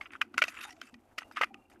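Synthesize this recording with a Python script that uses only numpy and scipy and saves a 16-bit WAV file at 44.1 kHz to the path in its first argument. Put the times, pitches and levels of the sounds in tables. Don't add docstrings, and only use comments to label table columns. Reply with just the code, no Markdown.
import sys
import numpy as np
from scipy import signal
from scipy.fft import rfft, irfft
from scipy.io import wavfile
from scipy.ndimage import uniform_filter1d

SR = 44100
rng = np.random.default_rng(int(sys.argv[2]) if len(sys.argv) > 2 else 0)


def wrap_up_sound(samples):
    columns = np.atleast_2d(samples).T
    tamed = np.clip(columns, -1, 1)
    steps = np.round(tamed * 32767).astype(np.int16)
    wavfile.write(sys.argv[1], SR, steps)


def ratio(d):
    e = np.asarray(d, float) / 20
    return 10 ** e


N = 79380

# (pitch [Hz], level [dB], time to fall 60 dB [s])
LOW_MODES = [(1250, -6, .018), (1350, -2, .022), (1470, 0, .022), (1630, -6, .016)]
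# (pitch [Hz], level [dB], time to fall 60 dB [s])
MID_MODES = [(1980, 0, .022), (2250, -3, .018), (2450, -2, .02), (2630, -4, .018), (2810, -6, .015),
             (3010, -11, .012)]


def rms_one(x):
    return x / np.sqrt(np.mean(x ** 2) + 1e-20)


def top_one(x):
    return x / np.sqrt(uniform_filter1d(x ** 2, size=180).max() + 1e-20)


def in_time(rows):
    s, *columns = np.transpose(rows)
    return [np.interp(np.arange(N) / SR, s, c) for c in columns]


def coloured(x, spectrum):
    hz, db = np.transpose(spectrum)
    axis = np.log(np.fft.rfftfreq(len(x), 1 / SR) + 1)
    gain = ratio(np.interp(axis, np.log(hz), db, left=-90))
    return irfft(rfft(x) * gain, len(x))


def drift(rate):
    r = np.exp(-2 * np.pi * rate / SR)
    noise = rng.standard_normal(N + 9000)
    return rms_one(signal.lfilter([1], [1, -2 * r, r * r], noise)[9000:])


def ring(x, hz, t60):
    r = ratio(-60 / (t60 * SR))
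    w = 2 * np.pi * hz / SR
    return signal.lfilter([0, np.sin(w)], [1, -2 * r * np.cos(w), r * r], x + 1e-18)


def contacts(count, rate, spread_db):
    chance, force, sign = rng.random((3, count))
    strength = ratio(-spread_db * np.log(force + 0.0098))
    return (chance < rate / SR) * strength * np.sign(sign - .5)


def body(x):
    return signal.sosfilt(signal.butter(4, [1130, 3300], "band", fs=SR, output="sos"), x)


def room():
    # (frequency [Hz], level [dB per Hz])
    room_tone = [(25, -5.5), (55, -7.5), (100, -2.5), (165, -17), (480, -11), (800, -6.5), (1800, -29),
                 (4000, -33), (15000, -36)]
    level_db = -68.5 + 4.0 * drift(9.1)
    return ratio(level_db) * rms_one(coloured(rng.standard_normal(N), room_tone))


def rumble():
    # (time [s], level [dB])
    rumble_level = [
        (0, -67),
        (.2, -64),
        (.36, -61),
        (.7, -65.5),
        (.96, -64),
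        (1.08, -76),
        (1.4, -61),
        (1.57, -63),
        (1.66, -74),
        (1.8, -60),
    ]
    band = signal.butter(3, [210, 365], "band", fs=SR, output="sos")
    noise = rms_one(signal.sosfilt(band, rng.standard_normal(N)))
    return ratio(in_time(rumble_level)[0] + 2.5 * drift(15)) * noise


def crumbs(clicks, spectrum):
    pitches = [3700, 4700, 5000, 5600, 6300, 7000, 7700, 8700, 9500, 10200, 11500, 12900]
    dealt = rng.integers(0, len(pitches), len(clicks))
    rings = np.zeros(len(clicks))
    for k, hz in enumerate(pitches):
        patches = ratio(6 * drift(9))
        t60 = 90 / hz
        rings += ring(clicks * (dealt == k), hz, t60) * np.sqrt(hz) * patches
    mix = ratio(5) * rms_one(rings) + rms_one(clicks)
    top = signal.butter(8, 15300, fs=SR, output="sos")
    return rms_one(signal.sosfilt(top, coloured(mix, spectrum)))


def rubbing():
    # (time [s], body level [dB], dust level [dB])
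    rub_level = [
        (0, -59, -102),
        (.3, -67.5, -104),
        (.45, -43.5, -66),
        (.66, -43, -67),
        (.75, -61.5, -77.5),
        (1.0, -67.5, -94.5),
        (1.65, -71.5, -101),
        (1.8, -61.5, -97.5),
    ]
    # (time [s], length [s])
    slides = [(.02, .06), (.118, .055), (.225, .05), (.378, .035), (.442, .035), (.488, .04), (.542, .026),
              (.575, .03), (.607, .055), (.665, .05), (.72, .014), (.825, .075), (1.192, .045), (1.32, .04),
              (1.361, .047), (1.415, .034), (1.45, .04), (1.699, .04)]
    # (body level [dB], treble level [dB])
    slide_levels = [(-53, -74.5), (-50.5, -72), (-72, -87), (-50.5, -59), (-44, -62), (-49.5, -62.5),
                    (-48.5, -65.5), (-49, -68), (-48, -57), (-68, -64.5), (-81, -64), (-51.5, -70),
                    (-51.5, -72), (-54, -71.5), (-36.5, -67.5), (-29.5, -58), (-57.5, -83.5), (-66, -70.5)]
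    # (frequency [Hz], level [dB per Hz])
    dust_tone = [(2120, -9.5), (3600, -1), (4940, -2), (9930, -3.5), (11500, -6.5), (13200, -6.5),
                 (15000, -5)]
    contacts_per_s, edge_s, sag_db = 2500, .005, 6
    t = np.arange(N) / SR

    body_gain, dust_gain = ratio(in_time(rub_level))
    for (s, length), (body_db, dust_db) in zip(slides, slide_levels):
        gate = np.clip(np.minimum(2 * (t - s), s + length - t) / edge_s + .5, 0, 1)
        gate = gate * ratio(-sag_db * np.clip((t - s) / length - .5, -1, 1))
        body_gain = body_gain + gate * ratio(body_db)
        dust_gain = dust_gain + gate * ratio(dust_db)

    clumps = ratio(-2.5 * drift(60))
    grit = contacts(N, contacts_per_s, 1) * clumps

    def rubbed(modes):
        rings = sum(ratio(db + 7.8 * drift(23)) * ring(grit, hz, 0.18 * t60) for hz, db, t60 in modes)
        return rms_one(body(rings))

    shards = ratio(-13.5) * rubbed(LOW_MODES) + ratio(-14) * rubbed(MID_MODES)
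    specks = contacts(N, 3.3 * contacts_per_s, 2.2) * clumps * ratio(2.2 * drift(150))
    return body_gain * shards + dust_gain * crumbs(specks, dust_tone)


def struck_modes(s):
    # (time [s], low pitch [Hz], second pitch [Hz], third pitch [Hz], fourth pitch [Hz])
    hit_shards = [(.0104, 1180, 2154, 2000, 2780), (.2144, 1494, 1996, 2420, 2625),
                  (.3795, 1500, 2010, 2650, 2160), (.3864, 1380, 1990, 2200, 2500),
                  (.4189, 1511, 2302, 2020, 2624), (.4254, 1493, 2374, 2820, 2010),
                  (.4394, 1408, 2015, 2590, 3040), (.4808, 1360, 2630, 1900, 2500),
                  (.6115, 1507, 2630, 3200, 2260), (.8155, 1550, 3070, 2670, 2170),
                  (1.1812, 1250, 1990, 2740, 2453), (1.37, 1360, 1930, 2510, 2240),
                  (1.4124, 1496, 2000, 2400, 2040), (1.4341, 1250, 1950, 2430, 2085),
                  (1.5439, 1210, 2470, 2700, 2960)]
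    # (third level [dB], fourth level [dB])
    upper_levels = [(-10, -25), (0.5, -14.5), (-8.5, -7.5), (-0.5, -3.5), (-2, 0.5), (-3, -4.5),
                    (-1.5, -12), (-5, -8), (-8, -10), (-2, -11), (-6.5, -5), (-1.5, -7), (-7, -1.5),
                    (-1, 2), (-12, -9)]
    t60 = 0.014

    def dim(modes, low_hz):
        return [(hz, db - 15, fall) for hz, db, fall in modes if hz > .9 * low_hz]

    for (at, low_hz, *mid_hz), rest_db in zip(hit_shards, upper_levels):
        if abs(at - s) < .003:
            low = dim(LOW_MODES, low_hz) + [(low_hz, 0, t60)]
            own = [(hz, db, t60) for hz, db in zip(mid_hz, (0, *rest_db))]
            return low, dim(MID_MODES, low_hz) + own
    return LOW_MODES, MID_MODES


def knocks(table):
    # (frequency [Hz], level [dB per Hz])
    grit_tone = [(2240, -26), (3800, 8.5), (4650, 13), (5460, 9.5), (10100, -4.5), (12300, -3),
                 (15000, -14.5)]
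    foretouch_s, lead_s = .003, .0012
    out = np.zeros(N + SR)
    t = np.arange(SR // 8) / SR - foretouch_s
    age = np.maximum(t, 0)

    def swell(fade):
        rise = 1 - np.exp(-(age / (.4 * fade)) ** 2)
        fall = np.exp(-age / fade) + ratio(-43) * np.exp(-age / 0.026)
        return ratio(-33) * (t < 0) + rise * fall

    def struck(push, modes):
        rings = np.zeros(len(t))
        for hz, db, t60 in modes:
            strength = ratio(db + 1.8 * rng.standard_normal())
            rings += strength * ring(push, hz * (1 + .01 * rng.uniform(-1, 1)), t60)
        return top_one(body(rings))

    for s, mid_db, low_db, high_db, fade in table:
        burst = contacts(len(t), 3000, 3.) + 0.86 * rng.standard_normal(len(t))
        push = burst * swell(fade)
        low_modes, mid_modes = struck_modes(s)
        low, mid = struck(push, low_modes), struck(push, mid_modes)
        high = top_one(coloured(burst, grit_tone) * swell(1.4 * fade) ** 0.87)
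        start = int((s - lead_s - foretouch_s) * SR)
        out[start:start + len(t)] += ratio(low_db - 5.5) * low + ratio(mid_db) * mid + ratio(high_db - 9.0) * high
    return out[:N]


def hard_knocks():
    # (time [s], middle level [dB], low level [dB], treble level [dB], fade [s])
    hard = [(.0104, -35.5, -38.5, -50.5, 0.0043), (.0608, -49, -49, -88, 0.004),
            (.1351, -44, -45, -54, 0.0014), (.153, -67, -35, -85, 0.0014), (.1584, -58, -39, -82, 0.002),
            (.2144, -22.5, -17.5, -35.5, 0.0031), (.3416, -51, -38, -51, 0.0029),
            (.3795, -23.5, -18, -27, 0.0023), (.3864, -35, -22, -35.5, 0.0038),
            (.4189, -18, -18, -31, 0.0035), (.4254, -25.5, -22, -28.5, 0.0012),
            (.4394, -26.5, -29.5, -29.5, 0.0016), (.4808, -36, -39, -36.5, 0.0042),
            (.6115, -41, -45, -43.5, 0.0033), (.8155, -41, -37.5, -39.5, 0.0015),
            (1.1812, -34, -39.5, -34.5, 0.0038), (1.1864, -35, -35.5, -36.5, 0.0018),
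            (1.2204, -60, -40, -66, 0.0017), (1.3700, -35, -28.5, -42, 0.0028),
            (1.4124, -26.5, -20.5, -34, 0.0051), (1.4224, -40, -27, -47, 0.0033),
            (1.4341, -22.5, -23.5, -39, 0.0028), (1.4424, -34, -28, -39.5, 0.0018),
            (1.5439, -44.5, -61, -52.5, 0.0012)]
    return knocks(hard)


def thuds():
    # (time [s], pitch [Hz], level [dB], time to fall 60 dB [s])
    landings = [(0.013, 824, -50.5, 0.022), (.343, 714, -60, 0.028), (0.482, 693, -49.5, 0.033),
                (.652, 814, -52, 0.031), (.379, 623, -37.5, 0.01), (.420, 625, -38, 0.037),
                (.421, 1010, -45, 0.012), (0.439, 555.4, -33, 0.0088), (1.181, 642, -52, 0.031),
                (1.221, 890, -39, 0.0076), (1.313, 877, -51.5, 0.018), (1.412, 526, -38, 0.028),
                (1.413, 997, -28, 0.014), (1.434, 744, -27.5, 0.0094), (1.546, 281, -57, 0.053),
                (0.216, 287, -61, 0.055), (.380, 288, -51, 0.038), (0.422, 289, -55, 0.024),
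                (1.182, 294.4, -60, 0.0346), (1.371, 710, -52, .03), (1.427, 786, -41.5, 0.024),
                (.825, 250, -69, .15), (.932, 255, -61, 0.13), (0.956, 232, -65.5, 0.24),
                (.692, 953, -54.5, 0.031), (.816, 674, -64, 0.033)]
    out, t = np.zeros(N), np.arange(N) / SR
    for s, hz, db, t60 in landings:
        age = np.maximum(t - s + 0.00189, 0)
        fall = ratio(db + 12.0 - 60 * age / t60)
        rise = 1 - np.exp(-(age / 0.0012) ** 2)
        out += fall * rise * np.sin(2 * np.pi * hz * age)
    return out


def ticks():
    start_s, period_s, pair_s = .0285, .042, .0165
    out = np.zeros(N + SR)
    first = np.arange(start_s, N / SR, period_s)
    first = first + rng.uniform(-.001, .001, len(first))
    for s in (first, first + pair_s):
        out[(s * SR).astype(int)] = ratio(-58 + rng.normal(0, 1, len(s)))
    return signal.sosfilt(signal.butter(2, 4000, "high", fs=SR, output="sos"), out[:N])


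def light_touches():
    # (time [s], middle level [dB], low level [dB], treble level [dB], fade [s])
    light = [(.0571, -48, -47, -83.5, .0018), (.1058, -53, -49, -90, .0021), (.376, -44, -38, -55, .002),
             (.4155, -44, -40, -58, .002), (.5476, -52, -50, -58, .006), (.589, -50, -39, -58, .0016),
             (.6314, -47, -46, -47, .006), (.6501, -55, -42, -57, .0043), (.6934, -54, -52, -55, .002),
             (.7058, -50, -66, -58, .004), (.7256, -55.5, -64, -52.5, .0026), (.7656, -65, -64, -63, .003),
             (.9419, -52, -65, -50.5, .0021), (1.2064, -54, -53, -62, .0052),
             (1.2308, -50, -50, -62, .0015), (1.3125, -62, -43, -56.5, .0029),
             (1.3625, -43, -44, -50, .004), (1.3795, -45, -46, -52, .003),
             (1.3896, -47.5, -52.5, -49.5, .0034), (1.403, -52, -48, -62, .004),
             (1.428, -43, -37, -52, .002), (1.6995, -66, -64, -68, .002), (1.714, -61, -72, -78, .008)]
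    return knocks(light)


def drag():
    # (time [s], pitch [Hz], level [dB])
    song = [
        (.57, 1349, -90),
        (.59, 1320, -52),
        (.64, 1200, -58),
        (.67, 843, -58),
        (.70, 767, -60.5),
        (.73, 727, -65.5),
        (.78, 681, -63),
        (.83, 668, -75),
        (.86, 660, -95),
    ]
    width_hz = 45
    hz, db = in_time(song)
    phase = 2 * np.pi * np.cumsum(hz) / SR
    return ratio(db) * (drift(width_hz) * np.sin(phase) + drift(width_hz) * np.cos(phase))


def bowl():
    hum_pitches = [2650, 790, 1230, 2760, 2400, 6300, 2800]
    # (time [s], level [dB], time to fall 60 dB [s])
    nudges = [
        (.855, -59, .2),
        (1.505, -52, .3),
        (1.548, -66, .25),
        (1.56, -77, .8),
        (1.313, -64, .8),
        (1.205, -64, .08),
        (1.2, -66, .4),
    ]
    out, t = np.zeros(N), np.arange(N) / SR
    for hz, (s, db, t60) in zip(hum_pitches, nudges):
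        age = np.maximum(t - s, 0)
        fall = ratio(db - 60 * age / t60 + 6 * drift(60))
        rise = 1 - np.exp(-age / 0.0037)
        out += fall * rise * np.sin(2 * np.pi * hz * age)
    return out


def scene():
    background = room() + rumble()
    shards = rubbing() + hard_knocks() + thuds() + light_touches() + drag()
    return (background + shards + bowl())[None]


def low_pass(x):
    return signal.sosfilt(signal.butter(12, 15770, fs=SR, output="sos"), x)


def record(dry):
    mic = signal.butter(6, 13800, fs=SR, output="sos")
    mix = signal.sosfilt(mic, dry + ticks())
    return low_pass(mix)


dry = scene()
out = record(dry)
wrap_up_sound(out)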